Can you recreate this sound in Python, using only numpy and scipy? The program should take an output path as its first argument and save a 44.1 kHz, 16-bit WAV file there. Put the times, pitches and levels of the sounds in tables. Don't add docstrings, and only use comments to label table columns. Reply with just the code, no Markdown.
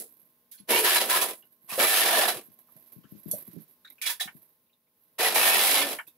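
import sys
import numpy as np
from scipy import signal
from scipy.fft import rfft, irfft, next_fast_len
from scipy.io import wavfile
from scipy.ndimage import uniform_filter1d

SR = 44100
rng = np.random.default_rng(int(sys.argv[2]) if len(sys.argv) > 2 else 0)


def pcm_store(signal):
    levels = np.round(np.clip(np.atleast_2d(signal), -1, 1) * 32767)
    wavfile.write(sys.argv[1], SR, levels.astype(np.int16).T)


N = 272097
TIME_S = np.arange(N) / SR


def from_db(db):
    return np.exp(np.asarray(db) * np.log(10) / 20)


def unit_rms(x):
    return x / np.sqrt(np.mean(x.mean(0) ** 2) + 1e-20)


def in_time(rows):
    times_s, *columns = np.transpose(rows)
    return [np.interp(TIME_S, times_s, column) for column in columns]


def at_hz(points, hz):
    points_hz, values = np.transpose(points)
    return np.interp(np.log(hz + 1e-3), np.log(points_hz), values)


def colour(x, spectrum):
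    size = next_fast_len(x.shape[-1] + 4096)
    gain = from_db(at_hz(spectrum, np.fft.rfftfreq(size, 1 / SR)))
    return irfft(rfft(x, size) * gain, size)[..., :x.shape[-1]]


def band(x, low_hz, high_hz, order):
    sections = signal.butter(order, [low_hz, min(high_hz, .47 * SR)], "band", fs=SR, output="sos")
    return signal.sosfilt(sections, x + 1e-18)


def resonance(x, hz, width_hz):
    radius = np.exp(-np.pi * width_hz / SR)
    feedback = [1, -2 * radius * np.cos(2 * np.pi * hz / SR), radius ** 2]
    return signal.lfilter(np.array([1, 0, -1]) * (1 - radius ** 2) / 2, feedback, x + 1e-18)


def drift(per_s):
    knots = rng.standard_normal(8192)
    return np.interp(TIME_S * per_s, np.arange(len(knots)), knots)


def envelope(start_s, end_s, rise_s, fall_db_per_s):
    fall_db = np.minimum(fall_db_per_s * np.maximum(TIME_S - end_s, 0), 200)
    return np.clip((TIME_S - start_s) / rise_s, 0, 1) * from_db(-fall_db)


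def steady(x, window_s):
    power = uniform_filter1d(x.mean(0) ** 2, size=int(window_s * SR))
    return x / np.sqrt(np.maximum(power, 1e-12))


def wobble(x, depth, per_s):
    samples = np.arange(x.shape[-1])
    positions = samples + depth * SR / per_s * drift(per_s)[:len(samples)]
    return np.array([np.interp(positions, samples, side) for side in x])


def grains(per_s, spread_db):
    clicks = rng.random(N) < per_s / SR
    sizes = from_db(spread_db * np.minimum(rng.exponential(1, N), 4))
    return clicks * sizes * rng.choice([-1, 1], N)


def add_at(out, start_s, sound):
    start = int(start_s * SR)
    out[:, start:start + sound.shape[-1]] += sound[:, :N - start]


# frequency_hz, correlation
COHERENCE = [(60, .5), (150, .88), (300, .98), (640, .92), (1400, .5), (3000, .15), (7000, .12),
             (15000, .05)]
def diffuse(size):
    alike = np.clip(at_hz(COHERENCE, np.fft.rfftfreq(size, 1 / SR)), -1, 1)
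    mid, side = rfft(rng.standard_normal((2, size)))
    return irfft(np.sqrt((1 + alike) / 2) * mid + np.sqrt((1 - alike) / 2) * side * [[1], [-1]], size)


def tone_cluster(hz, half_width_hz, size):
    noise = band(diffuse(2 * size), hz - half_width_hz, hz + half_width_hz, order=2)
    return steady(noise, window_s=0.069)[:, size:]


def ring_out(x, ring_t60, room_t60, room_db):
    t = TIME_S[:SR // 2]
    decay = from_db(-60 * t / ring_t60) + from_db(room_db - 60 * t / room_t60)
    spectrum = rfft(diffuse(len(t)) * decay)
    power = uniform_filter1d(np.mean(np.abs(spectrum) ** 2, 0), size=60)
    response = irfft(spectrum / np.sqrt(power), len(t))[:, :-2000]
    return signal.fftconvolve(np.atleast_2d(x), response, axes=1)[:, :N]


# frequency_hz, gain_db
AIR_SPECTRUM = [(15, -59), (25, -22), (184, -1), (228, -4), (391, -7.5), (472, -2.5), (767, -16),
                (831, -6.5), (1120, -14), (2580, -16), (3200, -16.5), (3660, -15), (8000, -22),
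                (10200, -11), (12300, -5), (15700, -6.5)]
# pitch_hz, level_db
FAN_TONES = [(238, -81), (640, -88), (1062, -84)]
# time_s, air_gain_db, hum_gain_db
SWELLS = [(0.3, -1, -2), (1.5, -2.5, -1), (2.8, 0.5, 3.5), (3.6, 0.5, -1), (4.4, 1, -2.5), (4.8, -6, -8.5),
          (5.1, -2, -4), (6.1, -0.5, -2)]
def background(air_db=-67.5):
    air_gain_db, hum_gain_db = in_time(SWELLS)
    hum = sum(from_db(db + hum_gain_db) * np.sqrt(2) * np.sin(2 * np.pi * hz * TIME_S + 0.62 * drift(25))
              for hz, db in FAN_TONES)
    return from_db(air_db + air_gain_db) * unit_rms(colour(diffuse(N), AIR_SPECTRUM)) + hum


# time_s, level_db
TROUSER_RUB = [(2.4, -120), (2.5, -77), (2.57, -89.5), (2.88, -78), (3.0, -82.5), (3.17, -73),
               (3.21, -87.5), (3.3, -75), (3.6, -74.5), (3.75, -89.5), (3.9, -120)]
def scuff(clump_db=1.5):
    level_db, = in_time(TROUSER_RUB)
    gain = from_db(level_db + clump_db * drift(68))
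    return gain * unit_rms(band(diffuse(N), 1100, 6000, order=2)) * from_db([[-2], [1.5]])


# frequency_hz, gain_db
CLOTH_SPECTRUM = [(290, -0.5), (500, -9.5), (621, -5.5), (800, -19), (1040, -12.5), (1330, -19),
                  (1910, -15.5), (2800, -22), (3880, -19), (6420, -27), (9900, -14), (12100, 5),
                  (14000, -3), (15700, -8.5)]
# start_s, end_s, level_db
ARM_MOVES = [(0.018, 0.254, -66), (1.33, 1.416, -62), (1.585, 1.687, -66), (2.387, 2.468, -61),
             (2.659, 2.888, -60.5), (3.068, 3.168, -61.5), (3.246, 3.396, -51.5), (3.504, 3.582, -57),
             (4.307, 4.42, -59), (4.952, 5.075, -70)]
# start_s, level_db
GLOVE_FLICKS = [(0.202, -61), (1.522, -62.5), (2.588, -55.5), (2.765, -53.5), (2.92, -50.5), (3.231, -53),
                (3.466, -54.5), (3.677, -57), (3.9, -48), (6.074, -53.5)]
def rustle(clump_db=4, snap_db=-15, move_rise_s=0.063, flick_rise_s=0.0017):
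    moves = sum(from_db(db) * envelope(start_s, end_s, move_rise_s, fall_db_per_s=110)
                for start_s, end_s, db in ARM_MOVES)
    flicks = sum(from_db(db) * envelope(s, s, flick_rise_s, fall_db_per_s=365) for s, db in GLOVE_FLICKS)
    snaps = sum(from_db(db + snap_db) * envelope(s, s, flick_rise_s, fall_db_per_s=900)
                for s, db in GLOVE_FLICKS)
    contacts = grains(600 * from_db(2.5 * drift(30)), spread_db=3.5)
    brush = ring_out(contacts, ring_t60=0.03, room_t60=0.15, room_db=-20.5)
    brush = band(colour(brush, CLOTH_SPECTRUM), 220, 26000, order=2)
    cloth = (moves * from_db(0.5 + clump_db * drift(32)) + flicks) * unit_rms(brush)
    snap_noise = unit_rms(band(diffuse(N), 500, 16300, order=2))
    return (cloth + snaps * snap_noise) * from_db([[-3], [2]])


# start_s, peak_db, left_minus_right_db
FINGER_BUMPS = [(0.228, -65, 11), (0.597, -53.5, 17), (1.639, -64.5, 15), (1.722, -44.5, 20),
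                (2.359, -45, 8), (2.484, -54.5, 24.5), (2.756, -54, -17), (2.962, -48, 26.5),
                (2.985, -52.5, 20), (3.042, -48.5, 14), (3.121, -40.5, 25), (3.15, -42.5, 17.5),
                (3.258, -36, 31), (3.282, -39.5, 23), (3.329, -40.5, 29), (3.477, -41, 4.5),
                (3.534, -45.5, -39), (3.563, -34.5, -24), (3.595, -49, -10), (4.255, -46.5, 9),
                (4.349, -48.5, 21)]
def bumps(thud_hz=180, width_hz=80, rub_s=0.02, rub_db=-24):
    out, t = np.zeros((2, N)), TIME_S[:SR // 5]
    for start_s, peak_db, pan_db in FINGER_BUMPS:
        touch = (t == 0) + from_db(rub_db) * rng.standard_normal(len(t)) * np.exp(-t / rub_s)
        thud = band(resonance(touch, thud_hz, width_hz), 100, 380, order=3)
        sides = 2 / (1 + from_db([[-pan_db], [pan_db]]))
        add_at(out, start_s, from_db(peak_db) * sides * thud / np.abs(thud).max())
    return out + from_db(-13.5) * band(out, 25, 70, order=1)


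# start_s, low_hz, low_db, high_hz, high_db
BOLT_CLINKS = [(2.683, 1035, -61, 1780, -79), (3.034, 1290, -59, 2980, -61), (3.049, 1492, -59, 2960, -81),
               (3.847, 1590, -46, 3790, -47), (3.872, 2230, -58.5, 3820, -50), (3.9, 2140, -59, 3750, -58),
               (3.98, 1484, -67, 2570, -56), (4.66, 2620, -84, 3670, -80), (4.694, 2620, -73.5, 2910, -77),
               (4.729, 2934, -79.5, 3720, -66), (4.869, 2210, -76.5, 3560, -87)]
def clinks(t60=0.092, rise_s=0.0038, half_width_hz=190, tick_db=-8):
    out, t = np.zeros((2, N)), TIME_S[:SR // 5]
    fade = (1 - np.exp(-t / rise_s)) * from_db(-60 * t / t60)
    for start_s, low_hz, low_db, high_hz, high_db in BOLT_CLINKS:
        low = from_db(low_db) * tone_cluster(low_hz, half_width_hz, len(t))
        high = from_db(high_db) * tone_cluster(high_hz, half_width_hz, len(t))
        tick = from_db(high_db + tick_db) * band(diffuse(len(t)), 1100, 21000, order=2)
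        add_at(out, start_s, (low + high + tick) * fade)
    return out


# time_s, level_db
PART_SNAPS = [(3.313, -20.5), (3.316, -27)]
# pitch_hz, level_db, t60_s
PART_MODES = [(3420, -56, 0.15), (4470, -51, 0.14), (5780, -52, 0.19), (6480, -44, 0.097),
              (11500, -29, 0.15)]
def clack(snap_t60=0.01, tail_db=-32, tail_t60=0.21):
    out, t = np.zeros((2, N)), TIME_S[:SR // 4]
    first_s = PART_SNAPS[0][0]
    snaps = sum((t >= s - first_s) * from_db(db - 60 * np.abs(t - s + first_s) / snap_t60)
                for s, db in PART_SNAPS)
    tail = from_db(tail_db - 60 * t / tail_t60)
    bright = unit_rms(band(diffuse(len(t)), 9000, 14500, order=3)) * np.hypot(snaps, tail)
    ring = sum(from_db(db - 60 * t / t60) * tone_cluster(hz, 170, len(t)) for hz, db, t60 in PART_MODES)
    add_at(out, first_s, band(bright + ring, 2900, 18000, order=2))
    return out


# start_s, strength_db
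TOOL_DROPS = [(4.275, -35.5), (5.986, -28.5)]
# pitch_hz, relative_db
DROP_MODES = [(872, -1), (1150, -6), (1497, 3), (1760, 4), (2240, 1.5), (2783, -7.5), (3050, -5)]
def clanks(rise_s=0.0014, hold_s=0.013, fall_db_per_s=720, top_hz=3500):
    out, t = np.zeros((2, N)), TIME_S[:SR // 8]
    fade = np.minimum(t / rise_s, 1) * from_db(-fall_db_per_s * np.maximum(t - hold_s, 0))
    for start_s, strength_db in TOOL_DROPS:
        ring = unit_rms(sum(from_db(db) * tone_cluster(hz, 110, len(t)) for hz, db in DROP_MODES))
        add_at(out, start_s, from_db(strength_db - 7) * band(ring * fade, 330, top_hz, order=5))
    return out


# pitch_hz, bandwidth_hz, relative_db
SHELL_MODES = [(224, 17, 2.5), (358, 17, -10), (470, 40, -4), (550, 91, -9), (740, 5.7, -16), (971, 24, 1),
               (1310, 10, -7.5), (1790, 39, 3), (1998, 55, 1.5), (2360, 160, -8.5), (2900, 93, -5),
               (3510, 12, -3), (3980, 40, -7.5)]
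def shell(x, shift_db=5, shifts_per_s=16):
    return x + sum(from_db(db - 3.5 + shift_db * drift(shifts_per_s)) * resonance(x, hz, width_hz)
                   for hz, width_hz, db in SHELL_MODES)


# pitch_hz, relative_db, uncapped_t60_s
SOCKET_MODES = [(1504, -2.5, 0.085), (1782, -4, 0.11), (2160, -11, 0.083), (2620, -11.5, 0.18),
                (3354, -3, 0.027), (3720, -9, 0.095), (3880, -8, 0.05), (4800, -15.5, 0.02),
                (9940, -8.5, 0.0057), (11080, -10, 0.02)]
def socket(x, ring_db, shift_db=4, max_t60=0.1):
    return sum(from_db(db + ring_db + shift_db * drift(25))
               * resonance(x, hz, np.log(1000) / np.pi / min(t60, max_t60))
               for hz, db, t60 in SOCKET_MODES)


# start_s, strength_db, tilt_db_per_octave, ring_hz, ring_db
TOOL_KNOCKS = [(0.514, -48.5, 5.5, 12440, -48), (0.541, -61.5, 9, 1590, -65), (0.579, -53, 0.5, 4300, -57),
               (0.597, -65, 1, 11000, -56.5), (1.004, -18, -1.5, 3970, -30.5), (1.095, -24.5, 4, 1310, -37),
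               (1.211, -19, 1.5, 2560, -32.5), (1.426, -62.5, -9.5, 2880, -61), (1.689, -47, -6, 1050, -43),
               (1.703, -37, -2.5, 2490, -39), (1.724, -27.5, -4.5, 1110, -34), (1.748, -41, -7, 780, -48),
               (1.778, -55, -4, 556, -21), (2.051, -21, 0.5, 3520, -33), (2.072, -20, 0.5, 670, -26),
               (2.108, -33, -1, 1750, -31.5), (2.131, -31, 5, 680, -24), (2.152, -22, -1, 1200, -34),
               (2.177, -23, 3, 680, -20), (2.219, -22, -3, 725, -24), (2.28, -18.5, -6, 750, -21.5),
               (2.28, -33, 4, 1830, -36), (2.765, -71, -1, 646, -58), (3.256, -60, 0, 520, -62),
               (3.335, -53, 1, 590, -35.5), (4.015, -26.5, 1, 2360, -39), (4.037, -32.5, -1, 2360, -37.5),
               (4.055, -24.5, -2, 2260, -35), (4.06, -20.5, 0.5, 3460, -35), (4.074, -27, -3, 3930, -33.5),
               (4.092, -25, -1.5, 1690, -36), (4.096, -29.5, 4.5, 966, -36.5),
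               (4.198, -26, -0.5, 1800, -32.5), (4.203, -34, -2, 3960, -32.5),
               (4.206, -27.5, 0.5, 3520, -34), (4.21, -46, 4, 730, -41.5), (4.24, -45, 4.5, 730, -47.5),
               (5.197, -38, -4, 474, -27), (5.215, -44, -18, 740, -23.5), (5.344, -22.5, 3, 510, -31),
               (5.358, -43, -13, 870, -21.5), (5.707, -21.5, 2, 1980, -37), (5.812, -17.5, -6, 2390, -25.5),
               (6.068, -62, 7.5, 2570, -61.5), (6.076, -63, 1, 3630, -62.5)]
# frequency_hz, gain_db
KNOCK_SPECTRUM = [(450, -16.5), (900, -9.5), (1800, -1), (3600, 3.5), (7000, -1.5), (13000, 0.5)]
def knocks(pivot_hz=3000, rise_s=0.0055, crack_t60=0.0097, dense_t60=0.15, cluster_t60=0.13,
           room_t60=0.14, room_db=-8, swell_cycles=0.52):
    out, t = np.zeros((2, N)), TIME_S[:SR // 3]
    edges_hz = np.geomspace(330, 18000, 8)
    centres_hz = np.sqrt(edges_hz[:-1] * edges_hz[1:])
    rise = 1 - np.exp(-t / rise_s)
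    fade = from_db(-60 * t / dense_t60) + from_db(room_db - 60 * t / room_t60)
    for start_s, db, tilt, ring_hz, ring_db in TOOL_KNOCKS:
        gains = from_db(db + at_hz(KNOCK_SPECTRUM, centres_hz) + tilt * np.log2(centres_hz / pivot_hz))
        noises = diffuse(len(t)), diffuse(len(t))
        crack = from_db(-12 + 0.87 * tilt - 60 * t / crack_t60)
        dense = sum(gain * band(noises[k % 2] * (rise * fade + crack), *edges_hz[k:k + 2], order=4)
                    for k, gain in enumerate(gains))
        cluster = tone_cluster(ring_hz, 0.015 * ring_hz + 40, len(t))
        swell = 1 - np.exp(-t * ring_hz / swell_cycles)
        add_at(out, start_s, dense + cluster * swell * from_db(ring_db - 60 * t / cluster_t60))
    steel = socket(out, ring_db=4.5)
    port_ring = from_db(-11) * resonance(out, hz=11000, width_hz=900)
    return (from_db(-4) * shell(out) + steel + port_ring) * from_db([[-1.2], [1.2]])


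# time_s, pitch_hz, level_db
ROTOR_WHIR = [(5.7, 275.8, -47), (5.79, 282.7, -44), (5.85, 287, -39), (5.89, 265.4, -47), (5.94, 295, -53),
              (5.98, 280, -53.5)]
def coast(second_db=3, waver=0.032):
    pitch_hz, level_db = in_time(ROTOR_WHIR)
    phase = 2 * np.pi * np.cumsum(pitch_hz * (1 + waver * drift(150))) / SR
    sounding = (TIME_S > ROTOR_WHIR[0][0]) & (TIME_S < ROTOR_WHIR[-1][0])
    return sounding * from_db(level_db) * (np.sin(phase) + from_db(second_db) * np.sin(2 * phase))


# time_s, squeal_hz, squeal_db, groan_hz, groan_db
THREAD_SLIP = [(0.68, 2086, -66.5, 507.3, -57), (0.705, 2136, -37, 487.6, -29),
               (0.755, 2278, -21.5, 488.4, -25.5), (0.79, 2540, -34, 428.6, -29.5),
               (0.85, 2330, -66.5, 432, -24.5), (0.88, 2336, -53, 420, -79)]
def squeal(waver=0.011, upper_ratio=1.22, upper_db=-2, groan_waver=0.14):
    def tone(hz, db, roughness):
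        gain = from_db(db + 2 * drift(200))
        return gain * np.sin(2 * np.pi * np.cumsum(hz * (1 + roughness * drift(400))) / SR)
    squeal_hz, squeal_db, groan_hz, groan_db = in_time(THREAD_SLIP)
    slipping = (TIME_S > THREAD_SLIP[0][0]) & (TIME_S < THREAD_SLIP[-1][0])
    tones = tone(squeal_hz, squeal_db, waver) + tone(squeal_hz * upper_ratio, squeal_db + upper_db, waver)
    ringing = ring_out(tones * slipping, ring_t60=0.0027, room_t60=0.23, room_db=-23)
    return ringing + slipping * tone(groan_hz, groan_db - 3.5, groan_waver)


ENGAGE_S, RELEASE_DB_PER_S = 0.021, 296
# start_s, stop_s, rattle_db, boom_db, exhaust_db
MOTOR_SPINS = [(-0.05, -0.003, -49.5, -38, -33), (0.673, 1.305, -41.5, -41.5, -35),
               (1.68, 1.793, -43, -60.5, -35), (1.773, 2.376, -46, -42.5, -41.5),
               (5.18, 5.936, -38, -41, -34)]
# (pitch_hz, level_db)
HAMMER_BURSTS = [(0.684, 0.801, -28.5, -42.5, -35.5, -25, 66.45, (935, -34.5), (1330, -43.5), (3120, -41)),
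                 (0.83, 0.975, -26.5, -35.5, -46, -25, 100.1, (975, -36), (1770, -32.5), (3150, -38.5)),
                 (0.999, 1.015, -32, -32.5, -47, -31, 81.2, (940, -44), (2000, -42.5), (2800, -39)),
                 (1.086, 1.176, -30, -39, -56.5, -27.5, 91.88, (986, -33), (1300, -34), (1720, -32.5)),
                 (1.207, 1.23, -39, -34, -64, -27.5, 61.23, (980, -34), (1400, -39), (3300, -44)),
                 (1.78, 1.855, -28, -32, -40.5, -24, 99.48, (1170, -36), (1980, -40.5), (2330, -33)),
                 (1.858, 2.034, -27, -37, -53.5, -24.5, 99.14, (770, -42.5), (1775, -34), (3520, -39)),
                 (2.041, 2.25, -29.5, -30.5, -42.5, -28.5, 49.73, (700, -42.5), (1760, -32), (3550, -37.5)),
                 (2.268, 2.276, -28, -36.5, -52, -22, 41.67, (1100, -36.5), (1800, -34), (4000, -33)),
                 (5.182, 5.288, -29, -33, -50, -29, 52.96, (436, -41.5), (1960, -36.5), (2450, -36)),
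                 (5.343, 5.565, -26.5, -31, -48, -24.5, 86, (1830, -34.5), (2300, -37), (2560, -33.5)),
                 (5.572, 5.8, -27, -37, -56, -24.5, 86.42, (830, -41.5), (2130, -37.5), (3450, -40.5))]
def drive(free_blows_per_s=48.0, spin_up_s=0.044, sag_db_per_s=2.5, bite_s=0.058, bite_db=7):
    power, rate = np.zeros((4, N)), np.full(N, free_blows_per_s)
    for start_s, stop_s, rattle_db, boom_db, air_db in MOTOR_SPINS:
        shake = envelope(start_s, stop_s, spin_up_s, fall_db_per_s=398.5)
        flow = envelope(start_s, stop_s, spin_up_s, fall_db_per_s=288.5)
        power[:3] += (from_db([[rattle_db], [rattle_db - 3.5], [boom_db]]) * shake) ** 2
        power[3] += (from_db(air_db) * flow) ** 2
    for start_s, end_s, clatter_db, hollow_db, boom_db, air_db, blows_per_s, *_ in HAMMER_BURSTS:
        age_s = np.maximum(TIME_S - start_s, 0)
        force = envelope(start_s, end_s, ENGAGE_S, RELEASE_DB_PER_S) * from_db(-sag_db_per_s * age_s)
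        bite = 1 / (1 + (age_s / bite_s) ** 4)
        for part, db in enumerate([clatter_db, hollow_db, boom_db + bite_db * bite, air_db]):
            power[part] += (force * from_db(db)) ** 2
        rate[(TIME_S >= start_s) & (TIME_S < end_s)] = blows_per_s
    surge = from_db(0.65 * drift(40))
    return *np.sqrt(power) * surge, rate


def burst_notes(struck, burst, width_hz=60, flicker_db=3):
    start_s, end_s = burst[:2]
    span = slice(max(int((start_s - .1) * SR), 0), int((end_s + .25) * SR))
    out, notes = np.zeros((2, N)), 0
    for hz, db in burst[7:]:
        ring = resonance(resonance(struck[:, span], hz, width_hz), hz, 3 * width_hz)
        notes += from_db(db - 2 + flicker_db * drift(45)[span]) * steady(ring, window_s=0.1)
    out[:, span] = wobble(notes, depth=0.009, per_s=60)
    return out * envelope(start_s, end_s, ENGAGE_S, RELEASE_DB_PER_S)


# pitch_hz, relative_db
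SOCKET_TONES = [(2794, -22), (3440, -21), (3968, -18.5), (11080, -18)]
def socket_singing(struck, flicker_db=5.5):
    return sum(from_db(db + flicker_db * drift(25))
               * steady(resonance(resonance(struck, hz, 35), hz, 120), window_s=0.063)
               for hz, db in SOCKET_TONES)


# frequency_hz, gain_db
JET_SPECTRUM = [(4000, -6), (6000, -12), (8000, -5), (9500, -2.5), (11100, 6), (12500, -1), (14000, -0.5),
                (15700, -3.5)]
def exhaust(struck, blow_phase, puff_depth=1.2, puff_fade=7, tick_db=-1, sputter_db=1.3):
    puffs = 1 + puff_depth * np.exp(-puff_fade * blow_phase)
    jet = unit_rms(diffuse(N) * puffs) + from_db(tick_db) * unit_rms(struck)
    hiss = steady(colour(band(jet, 4200, 21000, order=3), JET_SPECTRUM), window_s=0.048)
    return from_db(-1.4 + sputter_db * drift(70)) * hiss


def hammer(cycles, blow_db=13, chatter_per_s=700, chatter_fade=0.9):
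    blows = (np.diff(np.floor(cycles), prepend=0) > 0) * from_db(blow_db)
    chatter_rate = chatter_per_s * np.exp(-chatter_fade * (cycles % 1))
    struck = 0
    for _ in range(3):
        contacts = blows * from_db(2 * drift(150)) + grains(chatter_rate, spread_db=3)
        share = from_db(4 * drift(12))
        struck += share * ring_out(contacts, ring_t60=0.038, room_t60=0.43, room_db=-11)
    return struck


# frequency_hz, gain_db
RATTLE_SPECTRUM = [(30, -38.5), (60, -30), (100, -28.5), (170, -17.5), (250, -11), (400, -3.5), (600, -6),
                   (800, -1), (1300, -7.5), (1900, -4.5), (2500, -2), (3500, -2.5), (4500, -3), (6000, -7)]
def wrench(jitter=0.2):
    clatter, hollow, boom, air, blows_per_s = drive()
    cycles = np.cumsum(blows_per_s * (1 + jitter * drift(90))) / SR
    struck = hammer(cycles)
    notes = sum(burst_notes(struck, burst) for burst in HAMMER_BURSTS)
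    steel = socket_singing(struck)
    struck = struck + socket(struck, ring_db=-7, shift_db=6.5)
    body = colour(shell(struck), RATTLE_SPECTRUM)
    registers = [(boom * from_db(-1), 28, 550), (hollow * from_db(-0.5), 550, 1300),
                 (clatter * from_db(0.08), 1300, 6200)]
    rattle = sum(gain * steady(band(body, low_hz, high_hz, order=4), window_s=0.13)
                 for gain, low_hz, high_hz in registers)
    hiss = air * exhaust(struck, blow_phase=cycles % 1)
    return rattle + notes + hiss + clatter * wobble(steel, depth=0.005, per_s=30)


def scene():
    tool = wrench() + squeal() + coast()
    impacts = knocks() + clinks() + clanks() + clack()
    return tool + impacts + bumps() + rustle() + scuff() + background()


CEILING, CUTOFF_HZ = 0.42, 15650
# frequency_hz, left_minus_right_db
PORT_BALANCE = [(200, 2.5), (450, 1.5), (700, -1), (6000, 0), (9000, -2.5), (10000, -9.5), (11100, -7.5),
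                (12200, -7), (13300, -3.5), (15500, 16)]
def record(dry):
    responses = [[(hz, 10 * np.log10(2 / (1 + 10 ** (side * db / 10)))) for hz, db in PORT_BALANCE]
                 for side in (-1, 1)]
    heard = np.array([colour(channel, response) for channel, response in zip(dry, responses)])
    rounded = heard / (1 + (heard / CEILING) ** 4) ** (1 / 4)
    return signal.sosfilt(signal.ellip(12, .1, 80, CUTOFF_HZ, fs=SR, output="sos"), rounded)


dry = scene()
out = record(dry)
pcm_store(out)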